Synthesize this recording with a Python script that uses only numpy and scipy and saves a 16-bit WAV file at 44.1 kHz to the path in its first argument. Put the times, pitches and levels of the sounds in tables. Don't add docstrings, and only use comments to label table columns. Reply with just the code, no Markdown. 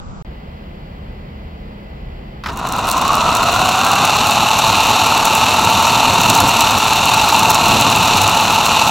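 import sys
import numpy as np
from scipy.fft import rfft, irfft, next_fast_len
from scipy.io import wavfile
from scipy.ndimage import uniform_filter1d, map_coordinates

SR = 44100
rng = np.random.default_rng(int(sys.argv[2]) if len(sys.argv) > 2 else 0)


def wrap_up_sound(samples):
    columns = np.atleast_2d(samples).T
    tamed = np.clip(columns, -1, 1)
    steps = np.round(tamed * 32767).astype(np.int16)
    wavfile.write(sys.argv[1], SR, steps)


N = 392490
TIME = np.arange(N) / SR

# frequency in Hz, relative level in dB.
OPENING_SPECTRUM = [(25, -3.5), (200, -5), (300, -19), (1350, -19), (1700, -33.5), (7800, -43.5),
                    (8600, -80)]
# frequency in Hz, relative level in dB.
LOT_HUM_SPECTRUM = [(12, -30), (20, -16), (54, -5), (78, -2.5), (92, -16.5), (129, -9), (210, -16.5),
                    (280, -26), (360, -61), (620, -120)]
# frequency in Hz, relative level in dB.
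LOT_HISS_SPECTRUM = [(150, -22), (280, 2), (500, 1.5), (900, -3.5), (1450, -10.5), (3100, -14),
                     (3700, -19.5), (4700, -21.5), (6000, -35.5), (7500, -37.5), (9000, -44), (15500, -34)]
# frequency in Hz, relative level in dB.
HUM_TONES = [(37.7, -42.5), (145.3, -49.5), (174.8, -53.5), (204.3, -46.5), (232.5, -51.5)]
# frequency in Hz, relative level in dB.
FLUTTER_TONES = [(1981, -62.5), (2040, -60.5)]
# frequency in Hz, relative level in dB.
TYRE_SPECTRUM = [(18, -42), (30, -6.5), (54, -11), (79, -3.5), (103, 1.5), (146, -3.5), (243, -1),
                 (346, -9.5), (550, -10.5), (720, -17.5), (1210, -120)]
# centre in seconds, half length in seconds, extra roughness in dB.
COARSE_PATCHES = [(3.77, 0.14, 0.5), (6.338, 0.21, 4.5), (7.453, 0.085, 3.5), (7.73, 0.086, 6.5),
                  (8.152, 0.18, 3.5)]
# frequency in Hz, relative level in dB.
GRIT_SPECTRUM = [(3000, -34), (5500, 1.5), (7300, 4), (9500, -4.5), (12000, -2), (13500, -11), (15500, -1),
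                 (17000, -12.5)]
# start in seconds, relative peak in dB.
GRIT_SNAPS = [(3.0795, -11), (3.351, -10), (3.8663, -14), (4.1666, -10), (4.2694, -11), (4.5886, -8),
              (5.254, -6), (5.3514, -5), (6.2144, -7), (6.2992, -1), (6.4026, -3), (6.4927, -7.5),
              (6.607, -2), (6.9328, -10), (7.055, -5), (7.363, -8), (7.3935, -6.5), (7.4978, -7),
              (7.6819, -7), (8.659, -9)]
# start in seconds, relative peak in dB.
PEBBLE_CRACKS = [(2.7238, -12), (2.7666, -17), (2.8713, -11), (2.8888, -7), (2.8995, -7), (2.9148, -1),
                 (3.154, -8.5)]
# start in seconds, relative peak in dB.
SLACK_CLACKS = [(2.437, -12.5), (2.46, -7.5), (2.486, -11)]
# time in seconds, speed in turns per second.
SHAFT_SPEED = [(2.45, 6.0), (2.7, 16.0), (2.9, 21.7), (3.2, 27.0), (3.5, 30.3), (3.8, 32.8), (4.15, 36.2),
               (4.7, 37.7), (5.0, 38.1), (5.4, 37.9), (5.9, 39.4), (6.3, 39.2), (6.8, 38.1), (7.2, 38.2),
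               (7.5, 38.3), (7.9, 38.5), (8.3, 37.6), (8.9, 38.1)]
# multiple of shaft speed, width in multiples, relative dB, extra dB at full torque.
GEAR_TONES = [(18, 2, -15, 0), (23.1, 1.4, 0, -4), (34.3, 2.1, -15, 16), (45.6, 4, -6, 13)]
# multiple of shaft speed, relative depth in dB.
OFF_CENTRE_GEARS = [(.5, 1.2), (1, 1.8), (1.25, 1.1), (2.87, .7), (3, 1.3), (4, 1.0), (6, .7), (7, .8),
                    (11, .7)]
# frequency in Hz, width in Hz, relative level in dB.
SHELL_MODES = [(420, 110, -14), (729, 200, 1), (1042, 457, 2.5), (1330, 204, -1.5), (1980, 380, -19)]
# frequency in Hz, width in Hz, relative level in dB.
HOUSING_MODES = [(2701, 532, -0.5), (3626, 260, -6.5), (4005, 885, -5), (5750, 420, -12), (6650, 2870, -14),
                 (11300, 7600, -29.5)]
# frequency in Hz, width in Hz, relative level in dB.
MOTOR_MODES = [(9950, 170, 6.5), (10370, 560, 3), (11740, 500, 5.5), (12400, 250, -19)]
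# frequency in Hz, width in Hz, relative level in dB.
AXLE_MODES = [(980, 150, 0), (1270, 310, -6)]
# frequency in Hz, side level minus middle level in dB.
EARLY_WIDTH = [(60, -35), (180, -16), (550, -31.5), (1650, -10.5), (4970, -11.5), (15000, -8.5)]
# frequency in Hz, side level minus middle level in dB.
LATE_WIDTH = [(60, -66), (130, -71), (290, -56), (640, -56), (1410, -66.5), (3100, -23), (6820, -13),
              (15000, -6)]

OPENING_END_S, LOT_START_S, DRIVE_START_S = .225, .248, 2.458
FADE_S, FADE_DB_PER_S = 3.6, 187
HUM_DB, HISS_DB = -36, -42
CRUISE = 38
WHINE_DB, WHINE_GROWS_DB = -14.5, 7.5
RATTLE_DB, RATTLE_GROWS_DB = -17, 11
RUMBLE_DB, RUMBLE_GROWS_DB = -25, 3.5
GRIT_DB, GRIT_GROWS_DB = -30, 6
SLIDING_DB, SLIDING_GROWS_DB = 1, 0
COAST_ACCEL, FULL_ACCEL = 4.5, 12.7
TORQUE_DB = 2.5
LABOUR_DB = 0
THROB_DB = 1.3
BACKLASH = 0.29
SNAP_DB, KNOCK_DB = 5.5, 4.5
TOP_HZ = 15950


def amp(db):
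    return 10 ** (np.asarray(db) / 20)


def unit(x):
    return x / np.sqrt(np.mean(x ** 2) + 1e-20)


def wobble(rate):
    points = rng.standard_normal(int(N * rate / SR) + 4)
    return unit(map_coordinates(points, [TIME * rate]))


def along(points, hz):
    f, v = np.transpose(points)
    return np.interp(np.log(hz + 1), np.log(f + 1), v)


def shape(points):
    return lambda hz: amp(along(points, hz))


def resonances(modes):
    def gain(hz):
        peaks = (amp(db) / (1 + (2 * (hz - centre) / width) ** 2) for centre, width, db in modes)
        return np.sqrt(sum(peak ** 2 for peak in peaks))
    return gain


def ring(x, gain):
    m = 2 * next_fast_len(N // 2 + 8192)
    log_gain = np.log(np.maximum(gain(np.fft.rfftfreq(m, 1 / SR)), 1e-6))
    cepstrum = irfft(log_gain)
    cepstrum[1:m // 2] *= 2
    cepstrum[m // 2 + 1:] = 0
    return irfft(rfft(x, m) * np.exp(rfft(cepstrum)), m)[:N]


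def noise(points):
    return unit(ring(rng.standard_normal(N), shape(points)))


def bursts(rows, t60):
    out = np.zeros(N + SR)
    t = np.arange(SR // 10) / SR
    for start, db in rows:
        puff = rng.standard_normal(len(t)) * amp(-60 * t / t60)
        out[round(start * SR):][:len(t)] += amp(db) * puff / np.abs(puff).max()
    return out[:N]


def impacts(rate, scatter, spread_db):
    count = np.cumsum(rate) / SR
    k = np.arange(1, int(count[-1]))
    late, size, side = rng.standard_normal((N // 8, 3))[:len(k)].T
    at = np.interp(k + scatter * late, count, np.arange(N)).astype(int)
    pulse = np.sign(side) * amp(spread_db * np.clip(size, -2, 2))
    return np.bincount(at, pulse, N)


def ports(x, lag):
    m = next_fast_len(N + 8192)
    half = np.pi * np.fft.rfftfreq(m, 1 / SR) * lag
    return irfft(rfft(x, m) * np.exp(1j * np.array([-half, half])), m)[:, :N]


def ambient(points, direct):
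    share = np.clip(direct, 0, .7)
    around = np.array([noise(points), noise(points)])
    from_right = ports(noise(points), lag=0.000394)
    return np.sqrt(share) * from_right + np.sqrt(1 - share) * around


def opening():
    return amp(-31.0) * ambient(OPENING_SPECTRUM, direct=0.42) * (TIME < OPENING_END_S)


def early_share():
    return amp(-FADE_DB_PER_S * np.maximum(TIME - FADE_S, 0))


def steady_tone(hz, db):
    level = amp(db + 0.67 * wobble(5.02)) * np.sqrt(2)
    return level * np.sin(2 * np.pi * hz * TIME + .5 * wobble(6.3))


def lot():
    tones = sum(steady_tone(hz, db) for hz, db in HUM_TONES + FLUTTER_TONES)
    hum = amp(HUM_DB) * noise(LOT_HUM_SPECTRUM) + tones
    hiss = amp(HISS_DB) * ambient(LOT_HISS_SPECTRUM, direct=0.57)
    return amp(3) * early_share() * (ports(hum, lag=.0001) + hiss)


def speed_db(speed, grows_db):
    return grows_db * np.log2(speed / CRUISE)


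def coarseness():
    return sum(db * np.exp(-((TIME - s) / half) ** 2) for s, half, db in COARSE_PATCHES)


def grit_hits(rows):
    snaps = ring(bursts(rows, t60=0.017), shape(GRIT_SPECTRUM))
    knocks = ring(bursts(rows, t60=0.045), resonances(HOUSING_MODES))
    return snaps + amp(KNOCK_DB) * knocks


def tyres(speed):
    coarse_db = coarseness()
    rumble_db = RUMBLE_DB + speed_db(speed, RUMBLE_GROWS_DB) + coarse_db + 1.1 * wobble(25)
    grit_db = GRIT_DB + speed_db(speed, GRIT_GROWS_DB) + 1.06 * coarse_db
    when, size = rng.random(size=(900, 2)).T
    ticks = np.column_stack([when * N / SR, -24 * np.sqrt(size)])
    return amp(rumble_db) * noise(TYRE_SPECTRUM) + amp(grit_db) * unit(grit_hits(ticks))


def stones():
    crack_shape = shape([(1500, -18), (4000, 0), (8000, 1.0), (16000, -2)])
    cracks = ring(bursts(PEBBLE_CRACKS, t60=0.0052), crack_shape)
    return amp(SNAP_DB) * grit_hits(GRIT_SNAPS) + amp(4.5) * cracks


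def slack_clacks():
    clack_shape = shape([(200, -21), (1300, 10.0), (2500, 0.0), (5000, -4.5), (8000, -25)])
    return amp(1.5) * ring(bursts(SLACK_CLACKS, t60=0.099), clack_shape)


def motor_torque(speed):
    accel = uniform_filter1d(np.gradient(speed) * SR, size=SR // 3)
    return np.clip((accel - COAST_ACCEL) / (FULL_ACCEL - COAST_ACCEL), 0, 1)


def tooth_load(speed):
    turns = np.cumsum(speed) / SR
    return sum(db * np.cos(2 * np.pi * (k * turns + rng.random() * (k != 1)))
               for k, db in OFF_CENTRE_GEARS)


def fuzzy_tone(turns, multiple, width):
    a, b = (map_coordinates(knots, [turns * 2 * width]) for knots in rng.standard_normal((2, 4096)))
    angle = 2 * np.pi * multiple * turns
    return a * np.cos(angle) + b * np.sin(angle)


def whine(speed, torque, load_db):
    turns = np.cumsum(speed) / SR
    throb = amp(THROB_DB * np.cos(2 * np.pi * turns))
    mesh = sum(amp(db + extra_db * torque) * fuzzy_tone(turns, k, width)
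               for k, width, db, extra_db in GEAR_TONES)
    tones = throb * speed ** 2 * mesh
    knocks = impacts(69 * speed, scatter=1.5, spread_db=2) / np.sqrt(speed)
    labour = torque * np.maximum(1 - speed / CRUISE, 0)
    axle = amp(LABOUR_DB) * labour * unit(ring(rng.standard_normal(N), resonances(AXLE_MODES)))
    shell = resonances(SHELL_MODES)
    sound = amp(-3.4) * unit(ring(tones, shell)) + unit(ring(knocks, shell)) + axle
    return unit(sound * amp(.68 * load_db))


def rattle(speed, load_db):
    strikes = unit(impacts(23 * speed, scatter=.5, spread_db=2.5) / np.sqrt(speed))
    sliding = amp(SLIDING_DB + speed_db(speed, SLIDING_GROWS_DB)) * rng.standard_normal(N)
    force = (strikes + sliding) * amp(.75 * load_db)
    singing = amp(-19) * (speed / speed.max()) ** 2 * unit(ring(force, resonances(MOTOR_MODES)))
    return unit(ring(force, resonances(HOUSING_MODES))) + singing


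def gearbox(speed):
    torque, coarse_db = motor_torque(speed), coarseness()
    load_db = tooth_load(speed) * (1 + BACKLASH * (1 - speed / CRUISE))
    whine_db = WHINE_DB + speed_db(speed, WHINE_GROWS_DB) + TORQUE_DB * torque + 0.17 * coarse_db
    rattle_db = RATTLE_DB + speed_db(speed, RATTLE_GROWS_DB) + 0.17 * coarse_db + 0.43 * wobble(8)
    return amp(whine_db) * whine(speed, torque, load_db) + amp(rattle_db) * rattle(speed, load_db)


def spread(x):
    late, share = np.roll(x, SR // 700), early_share()
    side = share * ring(late, shape(EARLY_WIDTH)) + (1 - share) * ring(late, shape(LATE_WIDTH))
    return np.array([x + side, x - side])


def scene():
    times, turns_per_s = np.transpose(SHAFT_SPEED)
    speed = np.interp(TIME, times, turns_per_s)
    driving = (gearbox(speed) + tyres(speed)) * (TIME > DRIVE_START_S)
    truck = slack_clacks() + driving + stones()
    return opening() + lot() * (TIME > LOT_START_S) + spread(truck)


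def record(dry):
    held = dry / (1 + np.abs(dry) ** 8) ** (1 / 8)
    m = next_fast_len(N + 8192)
    in_band = np.fft.rfftfreq(m, 1 / SR) < TOP_HZ
    return irfft(rfft(held, m) * in_band, m)[:, :N]


dry = scene()
out = record(dry)
wrap_up_sound(out)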